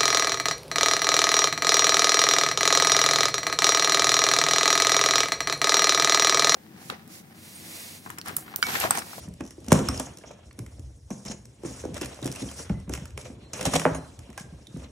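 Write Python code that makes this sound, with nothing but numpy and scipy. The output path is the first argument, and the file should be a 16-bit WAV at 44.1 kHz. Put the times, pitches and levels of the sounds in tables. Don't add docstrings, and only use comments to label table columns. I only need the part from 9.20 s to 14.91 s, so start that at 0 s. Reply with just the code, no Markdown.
import sys
import numpy as np
from scipy import signal
from scipy.fft import rfft, irfft, next_fast_len
from scipy.io import wavfile
from scipy.ndimage import uniform_filter1d, map_coordinates

SR = 44100
rng = np.random.default_rng(int(sys.argv[2]) if len(sys.argv) > 2 else 0)


def generate_wav(sig):
    pcm = np.round(np.clip(np.atleast_2d(sig).T, -1, 1) * 32767).astype(np.int16)
    wavfile.write(sys.argv[1], SR, pcm)


N = 251800

# start in seconds, level in dB, slap and thud in dB relative to it,
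# pitch of the struck panel in Hz.
BLOWS = [(0.078, -27.5, -18, -22, 177.4), (0.102, -34, -30, -24, 175), (0.205, -22, -8.5, -30, 275),
         (0.214, -29, -28, -25, 147), (0.38, -30.5, -28, -25, 330), (0.479, -24, -13, -12, 223),
         (0.52, -8.5, -2, -28, 630), (0.538, -10, -21, -20, 197), (0.554, -13.5, -16, -12, 218),
         (0.694, -19.5, -11, -24, 244.3), (0.798, -24.5, 0, -30, 257), (0.869, -42.5, 8, -15, 131),
         (1.19, -47.5, 1, -20, 695), (1.037, -43, 9, 1, 452), (1.105, -39.5, -1, -3, 480),
         (1.384, -30, -20, -12, 259), (1.393, -36, -18, -18, 363), (1.397, -27, -28, -10, 115),
         (1.583, -42, -13, -20, 508), (1.591, -38.5, -19, 9.5, 275), (1.908, -20.5, -11, -32.5, 219),
         (2.055, -29.5, -9.5, -3, 202), (2.097, -24, -19, -31, 209), (2.434, -24.5, -15, -14, 356),
         (2.448, -20, -13, -24, 326), (2.638, -25, -18, -27, 399), (2.654, -25, -20, -26, 283),
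         (2.689, -28, -28, -18, 280), (2.72, -27.5, -30, -20, 171), (2.739, -30.5, -14, -16, 284),
         (2.814, -20, -9.5, -24, 330), (2.827, -25.5, -7, -26, 293), (2.841, -36, -30, -20, 130),
         (2.989, -33, -6, -15, 542), (3.023, -24.5, -24, -19, 296), (3.03, -32, -30, -19, 129),
         (3.054, -18, -22, -25, 280), (3.066, -30, -32, -20, 143), (3.217, -25, -30, -20, 197),
         (3.226, -20, -21, -3.5, 272), (3.498, -16.5, -14, 2.5, 172.5), (3.57, -32, -30, -20, 161),
         (3.677, -27, -17, 8, 175), (3.696, -22, -14.5, -4, 298), (3.706, -27.5, -30, -10, 130),
         (3.775, -31.5, -7, 0, 136), (3.819, -33, -26, -2, 169), (3.975, -32.5, -3, -18, 403),
         (4.057, -31.5, -10, -13, 512), (4.099, -30.5, -16, -10, 238), (4.394, -19.5, -14, -15, 631),
         (4.454, -27.5, 4.5, -3, 686), (4.464, -24, -9, -27.5, 270), (4.468, -20.5, -30, -25, 136),
         (4.535, -25, 6.5, -27, 228), (4.551, -27, -3, -25, 167), (4.615, -30, 1, -14, 687),
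         (4.659, -20.5, 7, -33, 515), (4.713, -21, -26, -2, 126), (5.09, -35.5, -12, 1, 220),
         (5.175, -44, 4, -12, 635), (5.205, -35, -14, -19, 180), (5.322, -33.5, -31, 4, 160),
         (5.541, -27.5, -31, -21, 172), (5.563, -29, -16, 5.5, 240)]
# frequency in Hz, relative level in dB, t60 in seconds.
BOX_MODES = [(68.9, -38, 0.25), (126, -18, 0.35), (155.4, 1.5, 0.34), (198.1, -3, 0.42),
             (224, -11.5, 0.064), (262, -3, 0.44), (355, -3.5, 0.2), (445, -3, 0.11), (507.3, 0.5, 0.19),
             (556, -12, 0.29), (756, -20.5, 0.14)]
# frequency in Hz, relative level in dB.
SLAP_COLOUR = [(300, -14), (600, 10), (900, 2), (1500, -5), (2600, -10.5), (3400, -23.5), (5000, -44),
               (9000, -70.5)]
HOLLOW_DB, NEAR_DB_PER_OCTAVE = -17.5, 12
PANEL_CYCLES_PER_60_DB, PANEL_RISE_S = 12.9, 0.0011
PANEL_SAG, PANEL_SAG_S = 0.26, 0.0017
BENDING_S_ROOT_HZ, ADVANCE_S = 0.0678, 0.001502


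def knocks():
    body, slap, t = np.zeros(N + SR), np.zeros(N + SR), np.arange(SR // 2) / SR
    hz, level_db, t60_s = np.transpose(BOX_MODES)[:, :, None]
    for start_s, db, slap_db, thud_db, pitch_hz in BLOWS:
        hit = slice(round(start_s * SR), round(start_s * SR) + len(t))
        near_db = -NEAR_DB_PER_OCTAVE * np.abs(np.log2(hz / pitch_hz)) + rng.normal(0, 5.16, hz.shape)
        modes = amp(level_db + near_db + HOLLOW_DB - 60 * t / t60_s) * np.sin(2 * np.pi * hz * t)
        turns = pitch_hz * (t + PANEL_SAG * PANEL_SAG_S * (1 - np.exp(-t / PANEL_SAG_S)))
        panel = amp(-60 * t * pitch_hz / PANEL_CYCLES_PER_60_DB) * np.sin(2 * np.pi * turns)
        panel *= 1 - np.exp(-t / PANEL_RISE_S)
        thud = amp(thud_db - 4.5 - 60 * t / 0.28) * np.sin(2 * np.pi * BOX_MODES[0][0] * t)
        thud *= 1 - np.exp(-t / 0.028)
        body[hit] += amp(db - 0.5) * (panel + modes.sum(0) + thud)
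        scatter = rng.standard_normal(len(t)) * amp(1.0 - 60 * t / 0.058)
        scatter[0] = 1.5
        slap[hit] += amp(db + slap_db - 5.5) * scatter

    def bending(f):
        return np.exp(-4j * np.pi * BENDING_S_ROOT_HZ * np.sqrt(f) + 2j * np.pi * f * ADVANCE_S)
    return filtered(body[:N] + filtered(slap[:N], causal(SLAP_COLOUR)), bending)


# start in seconds, level in dB, first and last pitch
# in Hz, time constant of the glide, time until damping, time constant of the rise, all in seconds.
SNAPS = [(0.5195, -4, 1633, 143, .002, 0.0098, 0.00073), (1.903, -30.5, 1470, 220, .003, 0.012, 0.0029),
         (2.651, -26.5, 1246, 294, 0.0028, 0.0079, 0.0019), (4.453, -29, 1804, 263, 0.0037, 0.0095, 0.0024),
         (4.535, -26, 1760, 490, 0.0029, 0.0036, 0.0017),
         (4.65295, -8.5, 2620, 330, 0.0013, 0.0035, 0.00037)]


def snap():
    out = np.zeros(N)
    for start_s, db, first_hz, last_hz, glide_s, swing_s, rise_s in SNAPS:
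        t = np.clip(np.arange(N) / SR - start_s, 0, 1)
        turns = last_hz * t + (first_hz - last_hz) * glide_s * (1 - np.exp(-t / glide_s))
        swing = (1 - np.exp(-t / rise_s)) * amp(-60 * np.clip(t - swing_s, 0, 1) / 0.016)
        out += amp(db) * swing * np.sin(2 * np.pi * turns)
    return out


# start in seconds, level in dB, lower edge sound in dB relative to it.
STRAP_TICKS = [(0.086, -38, -19), (0.138, -39.5, -14), (0.207, -33.5, 6.5), (0.2513, -38, -13),
               (0.2632, -38, -18), (0.275, -40, -10), (0.307, -34.5, -4), (0.403, -42, -20),
               (0.444, -38.5, -4), (0.4635, -38, -9), (0.4834, -21.5, -16), (0.519, -5, 2),
               (0.5266, -5.5, -12), (0.6863, -13.5, -23), (0.776, -29, -15), (0.797, -15, -27),
               (0.972, -31.5, -17), (0.9849, -35, -10), (1.0384, -51, 3), (1.071, -48, -20.5),
               (1.112, -43, 3.5), (1.257, -51, -25), (1.3097, -52, 13), (1.328, -43, -25),
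               (1.3898, -28, -6), (1.4628, -36.5, -3.5), (1.5944, -40, -13.5), (1.9043, -33, -19),
               (2.051, -31.5, -12), (2.119, -35, -16), (2.254, -35, -11.5), (2.434, -41.5, -7),
               (2.447, -52, -17), (2.652, -33.5, -8), (2.743, -25.5, -17), (2.7685, -35, -7),
               (2.778, -29, -8), (2.812, -21.5, -4.5), (2.819, -24, -12), (2.8457, -26, -5),
               (2.8579, -23, -11), (2.9442, -36, -11), (3.016, -38, -20), (3.027, -32, -17),
               (3.044, -27, -20), (3.0577, -20.5, -15), (3.0654, -21, -17), (3.075, -25, -2),
               (3.1157, -25.5, -24.5), (3.1242, -25.5, -16), (3.1507, -34, -1), (3.159, -26.5, -14),
               (3.196, -45, -10), (3.288, -43, -4), (3.314, -31, -5), (3.495, -36.5, 7.5), (3.6, -43, -17),
               (3.694, -27.5, -4.5), (3.7364, -21.5, -4.5), (3.7503, -26, -0.5), (3.775, -32.5, 0),
               (3.855, -30, -6), (3.905, -42, -3), (3.9757, -28, 4.5), (4.0534, -41.5, 7.5),
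               (4.3332, -22, -13), (4.392, -35, 7), (4.41, -19.5, -4.5), (4.428, -23, -11),
               (4.4536, -15.5, -16), (4.5375, -16.5, 0), (4.5534, -12.5, -5), (4.596, -19.5, -2),
               (4.6164, -28, 2), (4.6264, -30, -14), (4.7476, -29.5, 2), (4.9904, -33.5, -10),
               (5.1018, -42.5, -4), (5.1286, -43.5, -2), (5.1765, -26, -2.5), (5.197, -31, -4),
               (5.47, -39.5, -17), (5.5713, -38, -19)]
# frequency in Hz, relative level in dB.
STRAP_COLOUR = [(1470, -38.5), (2500, -11.5), (4680, -11), (5440, -1.5), (6460, -5), (7050, -5),
                (9650, -6.5), (11100, -5.5), (13900, -12.5), (16300, -40)]
# frequency in Hz, relative level in dB.
EDGE_COLOUR = [(400, -46), (1000, 8.5), (3000, 6), (4500, -26.5), (9000, -57)]
TICK_T60_S, TICK_TILT_DB = 0.013, 4


def ticks():
    parts, t = np.zeros((3, N + SR)), np.arange(SR // 8) / SR
    for start_s, db, edge_db in STRAP_TICKS:
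        tilt_db = TICK_TILT_DB * rng.uniform(-1, 1)
        envelope = amp(db - 60 * t / TICK_T60_S) * (1 - np.exp(-t / 0.00067))
        burst = envelope * rng.standard_normal((3, len(t)))
        gains = amp([[-3.0 - tilt_db], [-5.5 + tilt_db], [edge_db - 1.0]])
        parts[:, round(start_s * SR):][:, :len(t)] += gains * burst
    bright = [(hz, db + 3.5 * np.log2(hz / 6000)) for hz, db in STRAP_COLOUR]
    colours = [STRAP_COLOUR, bright, EDGE_COLOUR]
    return sum(filtered(part[:N], causal(colour)) for part, colour in zip(parts, colours))


# start in seconds, level in dB, pitch in Hz,
# t60 in seconds.
EDGE_TAPS = [(.598, -31, 1355, .04), (.687, -16, 1103, .02), (0.6864, -14, 5450, 0.019),
             (.776, -23, 5300, .015), (1.012, -48, 1750, 0.032), (1.311, -46, 4200, 0.018),
             (2.07, -37, 2280, 0.032), (2.078, -36, 5660, 0.027), (2.083, -29, 5460, 0.031),
             (2.122, -40, 5200, 0.031), (2.638, -41, 1480, .03), (2.75, -45, 1780, 0.025),
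             (2.777, -36, 1450, 0.038), (2.814, -33.5, 2635, 0.062), (3.027, -31.5, 3800, 0.024),
             (3.16, -35, 2700, 0.039), (3.288, -33.5, 3200, 0.023), (4.395, -29, 640, 0.044),
             (4.537, -35, 963, 0.04), (4.556, -19.5, 783, 0.061), (4.578, -32, 5810, 0.013),
             (4.6165, -27, 900, .025), (4.752, -22.5, 560, 0.033), (5.177, -29, 798, 0.032),
             (5.178, -33, 1560, 0.077), (5.469, -33, 3620, 0.017)]
TAP_BLUR_HZ = 150


def taps():
    out, t = np.zeros(N + SR), np.arange(SR // 8) / SR
    for start_s, db, hz, t60_s in EDGE_TAPS:
        drift = np.cumsum(rng.normal(0, np.sqrt(2 * np.pi * TAP_BLUR_HZ / SR), len(t)))
        envelope = amp(db - 60 * t / t60_s) * (1 - np.exp(-t / 0.00086))
        out[round(start_s * SR):][:len(t)] += envelope * np.sin(2 * np.pi * hz * t + drift)
    return out[:N]


# start in seconds, level of the ring in dB,
# seconds until the next touch damps it.
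CARTON_WHIPS = [(4.457, -23, 0.026), (4.539, -23, 0.12), (4.553, -28.5, 0.054), (4.654, -18, 0.081),
                (4.765, -31.5, .4)]
# frequency in Hz, relative level in dB, t60 in seconds.
CARTON_MODES = [(140, -18, 0.27), (158.8, 0.5, 0.24), (265.6, 1.5, 0.34), (369, -26, 0.37), (510, -5, 0.13),
                (555, -19, 0.27), (720, -21, 0.31), (1060, -24, 0.12)]


def carton():
    out, t = np.zeros(N + SR), np.arange(SR // 2) / SR
    hz, level_db, t60_s = np.transpose(CARTON_MODES)[:, :, None]
    for start_s, db, free_s in CARTON_WHIPS:
        uneven_db = rng.normal(0, 1.6, hz.shape)
        modes = amp(level_db + uneven_db - 60 * t / t60_s) * np.sin(2 * np.pi * hz * t)
        envelope = amp(db - 60 * np.clip(t - free_s, 0, 1) / .06) * (1 - np.exp(-t / 0.0094))
        out[round(start_s * SR):][:len(t)] += envelope * modes.sum(0)
    return out[:N]


# start and end in seconds, then levels in dB
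EDGE_DRAGS = [(0.194, 0.214, -59, -55, -71), (0.235, 0.323, -64, -64, -61.5),
              (0.502, 0.602, -41.5, -37, -43.5), (0.725, 0.816, -45.5, -44.5, -49.5),
              (1.056, 1.132, -65, -55.5, -57), (1.902, 1.93, -55, -56, -49),
              (2.049, 2.125, -50, -44.5, -46), (2.436, 2.57, -65, -73, -62),
              (2.735, 2.785, -49.5, -43.5, -64), (2.804, 2.864, -47, -42.5, -61),
              (3.022, 3.089, -52, -41.5, -63), (3.116, 3.191, -50.5, -53, -65),
              (3.193, 3.226, -43.5, -46, -61), (3.708, 3.772, -48, -47, -58), (3.972, 4.027, -49, -51, -61),
              (4.044, 4.079, -53, -44.5, -50.5), (4.331, 4.339, -45, -40, -38),
              (4.407, 4.416, -39, -34, -59), (4.449, 4.463, -29, -26, -54), (4.533, 4.565, -32, -28, -48),
              (4.595, 4.66, -42, -55, -54), (5.175, 5.212, -42.5, -49.5, -70),
              (5.592, 5.66, -66.5, -52.5, -64)]
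# frequency in Hz, relative density in dB per Hz.
SCUFF_COLOUR = [(350, -1), (600, 4.5), (841, -3.5), (1180, -6.5), (1580, -7.5), (2000, -7), (3320, -7),
                (4500, -10.5), (5850, -49.5), (9900, -120)]
# frequency in Hz, relative density in dB per Hz.
SIZZLE_COLOUR = [(3500, -61.5), (4800, -21.5), (5300, 0.5), (6400, 0.5), (7400, -5.5), (8500, -17),
                 (11000, -43)]


def drags():
    t, levels = np.arange(N) / SR, np.zeros((3, N))
    for start_s, end_s, *dbs in EDGE_DRAGS:
        stroke = np.clip((t - start_s) / 0.005, 0, 1) * amp(-60 * np.clip(t - end_s, 0, 1) / 0.069)
        levels += amp(dbs)[:, None] * stroke
    rasp, scuff, sizzle = levels * unit(amp(3.5 * wobble(130)))
    return (rasp * rush(STRAP_COLOUR, grit_db=1.5, grit_rate=410)
            + scuff * rush(SCUFF_COLOUR, grit_db=1.0, grit_rate=520)
            + sizzle * rush(SIZZLE_COLOUR, grit_db=2.0, grit_rate=300))


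# start in seconds, level in dB.
METAL_FLICK = (4.747, -39)
# frequency in Hz, relative level in dB, t60 in seconds.
METAL_MODES = [(2143, 0, .05), (4097, -17, .6), (6500, 2, .08), (6880, 0, .09), (9561, 1, .12)]


def clink():
    start_s, db = METAL_FLICK
    t = np.clip(np.arange(N) / SR - start_s, 0, 1)
    ring = np.zeros(N)
    for hz, level_db, t60_s in METAL_MODES:
        envelope = amp(level_db + 3 * wobble(60) - 60 * t / t60_s)
        ring += envelope * np.sin(2 * np.pi * hz * t + .8 * wobble(200))
    return amp(db) * ring * (1 - np.exp(-t / 0.00059))


# start and end in seconds, centre in Hz, level in dB.
CARD_SQUEAKS = [(1.1, 1.24, 1680, -71), (0.88, 1.2, 3290, -71), (3.3, 3.7, 2020, -65.5),
                (4.2, 4.3, 4130, -72)]
SQUEAK_WIDTH_HZ = 80


def squeaks():
    t, out = np.arange(N) / SR, np.zeros(N)
    for start_s, end_s, hz, db in CARD_SQUEAKS:
        swell = np.sqrt(np.abs(np.sin(np.pi * np.clip((t - start_s) / (end_s - start_s), 0, 1))))
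        band = filtered(rng.standard_normal(N), lambda f: 1 / (1 + (2 * (f - hz) / SQUEAK_WIDTH_HZ) ** 2))
        out += amp(db + 3.7 * wobble(25)) * swell * unit(band)
    return out


# start and end in seconds, then levels in dB
LONG_SLIDES = [(0, 0.015, -70, -66, -70), (0.423, 0.506, -71, -72, -72), (.55, 0.662, -53, -64, -50),
               (0.724, 0.86, -57, -60, -53), (1.24, 1.29, -68, -75, -64.5), (1.91, 2.004, -55, -60, -58),
               (2.443, 2.604, -49.5, -51.5, -55), (2.638, 2.8, -56.5, -54, -71),
               (2.87, 2.934, -57, -51, -64), (2.944, 3.02, -55, -50.5, -67), (3.07, 3.22, -57, -48.5, -66),
               (3.226, 3.343, -47, -50, -64), (3.35, 3.392, -45, -47.5, -65), (3.439, 3.47, -69, -49, -66),
               (3.72, 3.87, -70, -58, -61.5), (3.976, 4.11, -58, -75, -73), (4.2, 4.254, -69, -57, -76),
               (4.327, 4.444, -46, -43, -59), (4.453, 4.495, -44.5, -39.5, -60),
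               (4.508, 4.525, -38, -38, -52), (4.552, 4.58, -49, -41, -56), (4.604, 4.742, -56, -46, -60),
               (5.486, 5.636, -62, -59, -66)]
# time in seconds, then levels in dB
HANDS = [(0, -49.5, -51.5, -50), (.15, -66.5, -62.5, -44), (.35, -66, -67, -54.5), (0.521, -54, -51, -39),
         (.68, -59, -43, -36), (.95, -59, -57, -53), (1.15, -70.5, -60.5, -55.5), (1.35, -65.5, -62.5, -48),
         (1.7, -63.5, -65.5, -42.5), (1.879, -64.5, -69.5, -55), (2.349, -64, -64, -52),
         (2.85, -61, -55, -48.5), (3.3, -56, -73, -46), (3.55, -66, -63.5, -53), (3.9, -69, -61, -45.5),
         (4.3, -66, -56.5, -45.5), (4.6, -43.5, -46.5, -63), (4.9, -61.5, -62.5, -55),
         (5.1, -69, -60, -53.5), (5.45, -63.5, -62, -51), (5.71, -64, -59, -62.5)]
# frequency in Hz, relative density in dB per Hz.
RASP_COLOUR = [(1760, -30), (3000, -27.5), (3750, -19.5), (4660, -11.5), (5370, -5), (7500, -8.5),
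               (8600, -8), (10700, -8), (11400, -11), (12500, -10.5), (15100, -14.5), (16000, -37)]
# frequency in Hz, relative density in dB per Hz.
DRUM_COLOUR = [(53, -50), (90, -19.5), (124, 7.5), (146, -4.5), (214, 0), (265, -5), (297, -4),
               (515, -11.5), (900, -23), (1170, -27.5), (1980, -120)]
# frequency in Hz, relative density in dB per Hz.
RUMBLE_COLOUR = [(12, -56.5), (20, -37.5), (27, -25), (40, -22.5), (54, 0.5), (71, 4), (130, -1.5),
                 (170, -54.5), (290, -120)]
SLIDE_ATTACK_S, SLIDE_T60_S = 0.015, 0.38
RASP_GRIT_HZ, RASP_GRIT_DB, SCUFF_GRIT_HZ, SCUFF_GRIT_DB = 6940, -10, 1620, -10.5
DRUM_OVER_SCUFF_DB = 6.5
DRUM_AFTER_DB, DRUM_RISE_S, DRUM_T60_S = -15, 0.014, 0.36
RUMBLE_AFTER_DB, RUMBLE_RISE_S, RUMBLE_T60_S = -19.5, 0.066, .8


def rubbing():
    time_s, *columns = np.transpose(HANDS)
    fine_db, rest_db, low_db = [np.interp(np.arange(N) / SR, time_s, column) for column in columns]
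    drum, rumble = amp(rest_db + DRUM_OVER_SCUFF_DB) ** 2, amp(low_db) ** 2
    slide_rasp, slide_scuff, sizzle = np.zeros((3, N))
    for start_s, end_s, rasp_db, scuff_db, sizzle_db in LONG_SLIDES:
        stroke = fading(start_s, end_s, SLIDE_ATTACK_S, SLIDE_T60_S)
        slide_rasp += amp(rasp_db) ** 2 * stroke
        slide_scuff += amp(scuff_db) ** 2 * stroke
        sizzle += amp(sizzle_db) ** 2 * stroke
    for at_s, db, _, thud_db, _ in BLOWS:
        drum += amp(db + DRUM_AFTER_DB) ** 2 * fading(at_s, at_s, DRUM_RISE_S, DRUM_T60_S)
        shake = fading(at_s, at_s, RUMBLE_RISE_S, RUMBLE_T60_S)
        rumble += amp(db + thud_db + RUMBLE_AFTER_DB) ** 2 * shake
    rasp, scuff = amp(fine_db) ** 2 + slide_rasp, amp(rest_db) ** 2 + slide_scuff
    uneven = amp(1.5 * wobble(25) + 1.1 * wobble(7.3))
    catches = np.sqrt(slide_rasp) * amp(RASP_GRIT_DB) * grit(RASP_GRIT_HZ, spread=.22)
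    catches += np.sqrt(slide_scuff) * amp(SCUFF_GRIT_DB) * grit(SCUFF_GRIT_HZ, spread=.7)
    return (ports(uneven * catches)
            + np.sqrt(rasp) * uneven * rush(RASP_COLOUR, grit_db=1.0, grit_rate=70)
            + np.sqrt(sizzle) * uneven * rush(SIZZLE_COLOUR, grit_db=4.0, grit_rate=110)
            + np.sqrt(scuff) * uneven * rush(SCUFF_COLOUR, grit_db=1.0, grit_rate=63)
            + np.sqrt(drum) * rush(DRUM_COLOUR, grit_db=2.5, grit_rate=30)
            + np.sqrt(rumble) * rush(RUMBLE_COLOUR, grit_db=4.5, grit_rate=8))


def fading(start_s, end_s, attack_s, t60_s):
    t = np.arange(N) / SR
    return (np.clip((t - start_s) / attack_s, 0, 1) * amp(-60 * np.clip(t - end_s, 0, 9) / t60_s)) ** 2


GRIT_PER_S, GRIT_CYCLES_PER_30_DB, GRIT_SPREAD_DB = 450, 9, 3.5


def grit(centre_hz, spread):
    at, pitch, size = rng.random((int(GRIT_PER_S * N / SR) + 1, 3, 1)).transpose(1, 0, 2)
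    hz = np.clip(centre_hz * np.exp(spread * (2 * pitch - 1)), 200, 11000)
    k = np.arange(512)
    cycles = hz * k / SR
    size_db = -GRIT_SPREAD_DB * np.log(np.maximum(size, 1 / 40))
    grains = amp(size_db - 30 * cycles / GRIT_CYCLES_PER_30_DB) * np.sin(2 * np.pi * cycles)
    grains *= np.clip(cycles, 0, 1)
    return unit(np.bincount(((at * N).astype(int) + k).ravel(), grains.ravel(), N + 512)[:N])


# frequency in Hz, correlation from -1 to 1 (clipped).
LIKENESS = [(60, 1), (130, 0.98), (290, 0.97), (640, 0.21), (1410, 0.68), (3100, 0.02), (4600, -0.19),
            (5400, 0.89), (7500, 1), (9500, 0.029), (11800, -1.07), (15000, -1.5)]


def rush(spectrum, grit_db, grit_rate):
    pair = patchy(rng.standard_normal((2, N))) * amp(grit_db * wobble(grit_rate))

    def colour(hz):
        turn = np.arccos(np.clip(along(LIKENESS, hz), -1, 1)) / 2
        return amp(along(spectrum, hz)) * [np.cos(turn), np.sin(turn)]
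    mid, side = filtered(pair, colour)
    return unit(np.array([mid + side, mid - side]))


PATCHY_DB = 2.5


def patchy(x):
    z = signal.stft(x, nperseg=256)[2]
    field = uniform_filter1d(rng.standard_normal(z.shape[1:]), size=5, axis=0)
    field = uniform_filter1d(field, size=8, axis=1)
    return signal.istft(z * amp(PATCHY_DB * unit(field)), nperseg=256)[1][:, :N]


# frequency in Hz, t60 in seconds.
ROOM_T60 = [(60, 0.26), (300, 0.35), (1000, 0.49), (3000, 0.37), (6000, 0.3), (12000, 0.4)]


def room(x):
    out, step = np.zeros((2, N + 2 * SR)), SR * 3 // 10
    for at in range(0, N, step):
        hz, t, z = signal.stft(rng.standard_normal((2, SR // 2)), SR, nperseg=256)
        turn = np.arccos(np.clip(along(LIKENESS, hz), -1, 1))[:, None] / 2
        mid, side = z[0] * np.cos(turn), z[1] * np.sin(turn)
        decay = amp(-60 * t / along(ROOM_T60, hz)[:, None])
        tail = signal.istft(np.array([mid + side, mid - side]) * decay, SR, nperseg=256)[1]
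        wet = signal.fftconvolve(x[None, at:at + step], tail / np.linalg.norm(tail[0]), axes=1)
        out[:, at + 300:][:, :wet.shape[1]] += wet
    return out[:, :N]


# frequency in Hz, ratio in dB.
SIDE_OVER_MID = [(50, -27), (150, -26.5), (400, -7.5), (1500, -21.5), (3000, -1), (6000, -10), (10000, 5),
                 (13000, 13)]
# frequency in Hz, share of the sound.
RIGHT_LEAN = [(300, 0), (600, 0.095), (3000, 0.31), (5000, 0.011)]


def ports(x):
    def share(hz):
        return 1 / np.sqrt(1 + amp(2 * along(SIDE_OVER_MID, hz)))
    side = filtered(x, lambda hz: 1j * share(hz) * amp(along(SIDE_OVER_MID, hz)) - along(RIGHT_LEAN, hz))
    mid = filtered(x, share)
    return np.array([mid + side, mid - side])


def amp(db):
    return 10 ** (np.asarray(db) / 20)


def unit(x):
    return x / np.sqrt(np.mean(x ** 2) + 1e-20)


def along(points, hz):
    f, v = np.transpose(points)
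    return np.interp(np.log(hz + 1), np.log(f + 1), v)


def wobble(rate):
    return map_coordinates(rng.standard_normal(int(N * rate / SR) + 4), [np.arange(N) * rate / SR])


def filtered(x, response):
    m = next_fast_len(N + SR // 2)
    return irfft(rfft(x, m) * response(np.fft.rfftfreq(m, 1 / SR)), m)[..., :N]


def causal(points):
    def response(hz):
        cepstrum = irfft(np.log(amp(along(points, hz)) + 1e-6))
        cepstrum[1:len(cepstrum) // 2] *= 2
        cepstrum[len(cepstrum) // 2 + 1:] = 0
        log_response = rfft(cepstrum)
        return unit(np.abs(np.exp(log_response))) * np.exp(1j * log_response.imag)
    return response


def scene():
    box, lash, strap, drag = knocks() + carton(), snap(), ticks() + taps(), drags()
    wet = room(amp(-8.5) * box + amp(-7.5) * lash + amp(-8.5) * (strap + drag.mean(0)))
    return ports(box + lash + strap + clink() + squeaks()) + drag + wet + rubbing()


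LOW_HZ, TOP_HZ = 38.7, 16400


def record(dry):
    def bass_cut(hz):
        x = hz / LOW_HZ
        return ((1j * x) ** 2 / (1 + 1.3j * x - x ** 2)) ** 2
    thin = filtered(dry, bass_cut)
    soft = thin / (1 + np.abs(thin) ** 6) ** (1 / 6)
    return filtered(soft, lambda hz: hz < TOP_HZ)


dry = scene()
out = record(dry)
generate_wav(out)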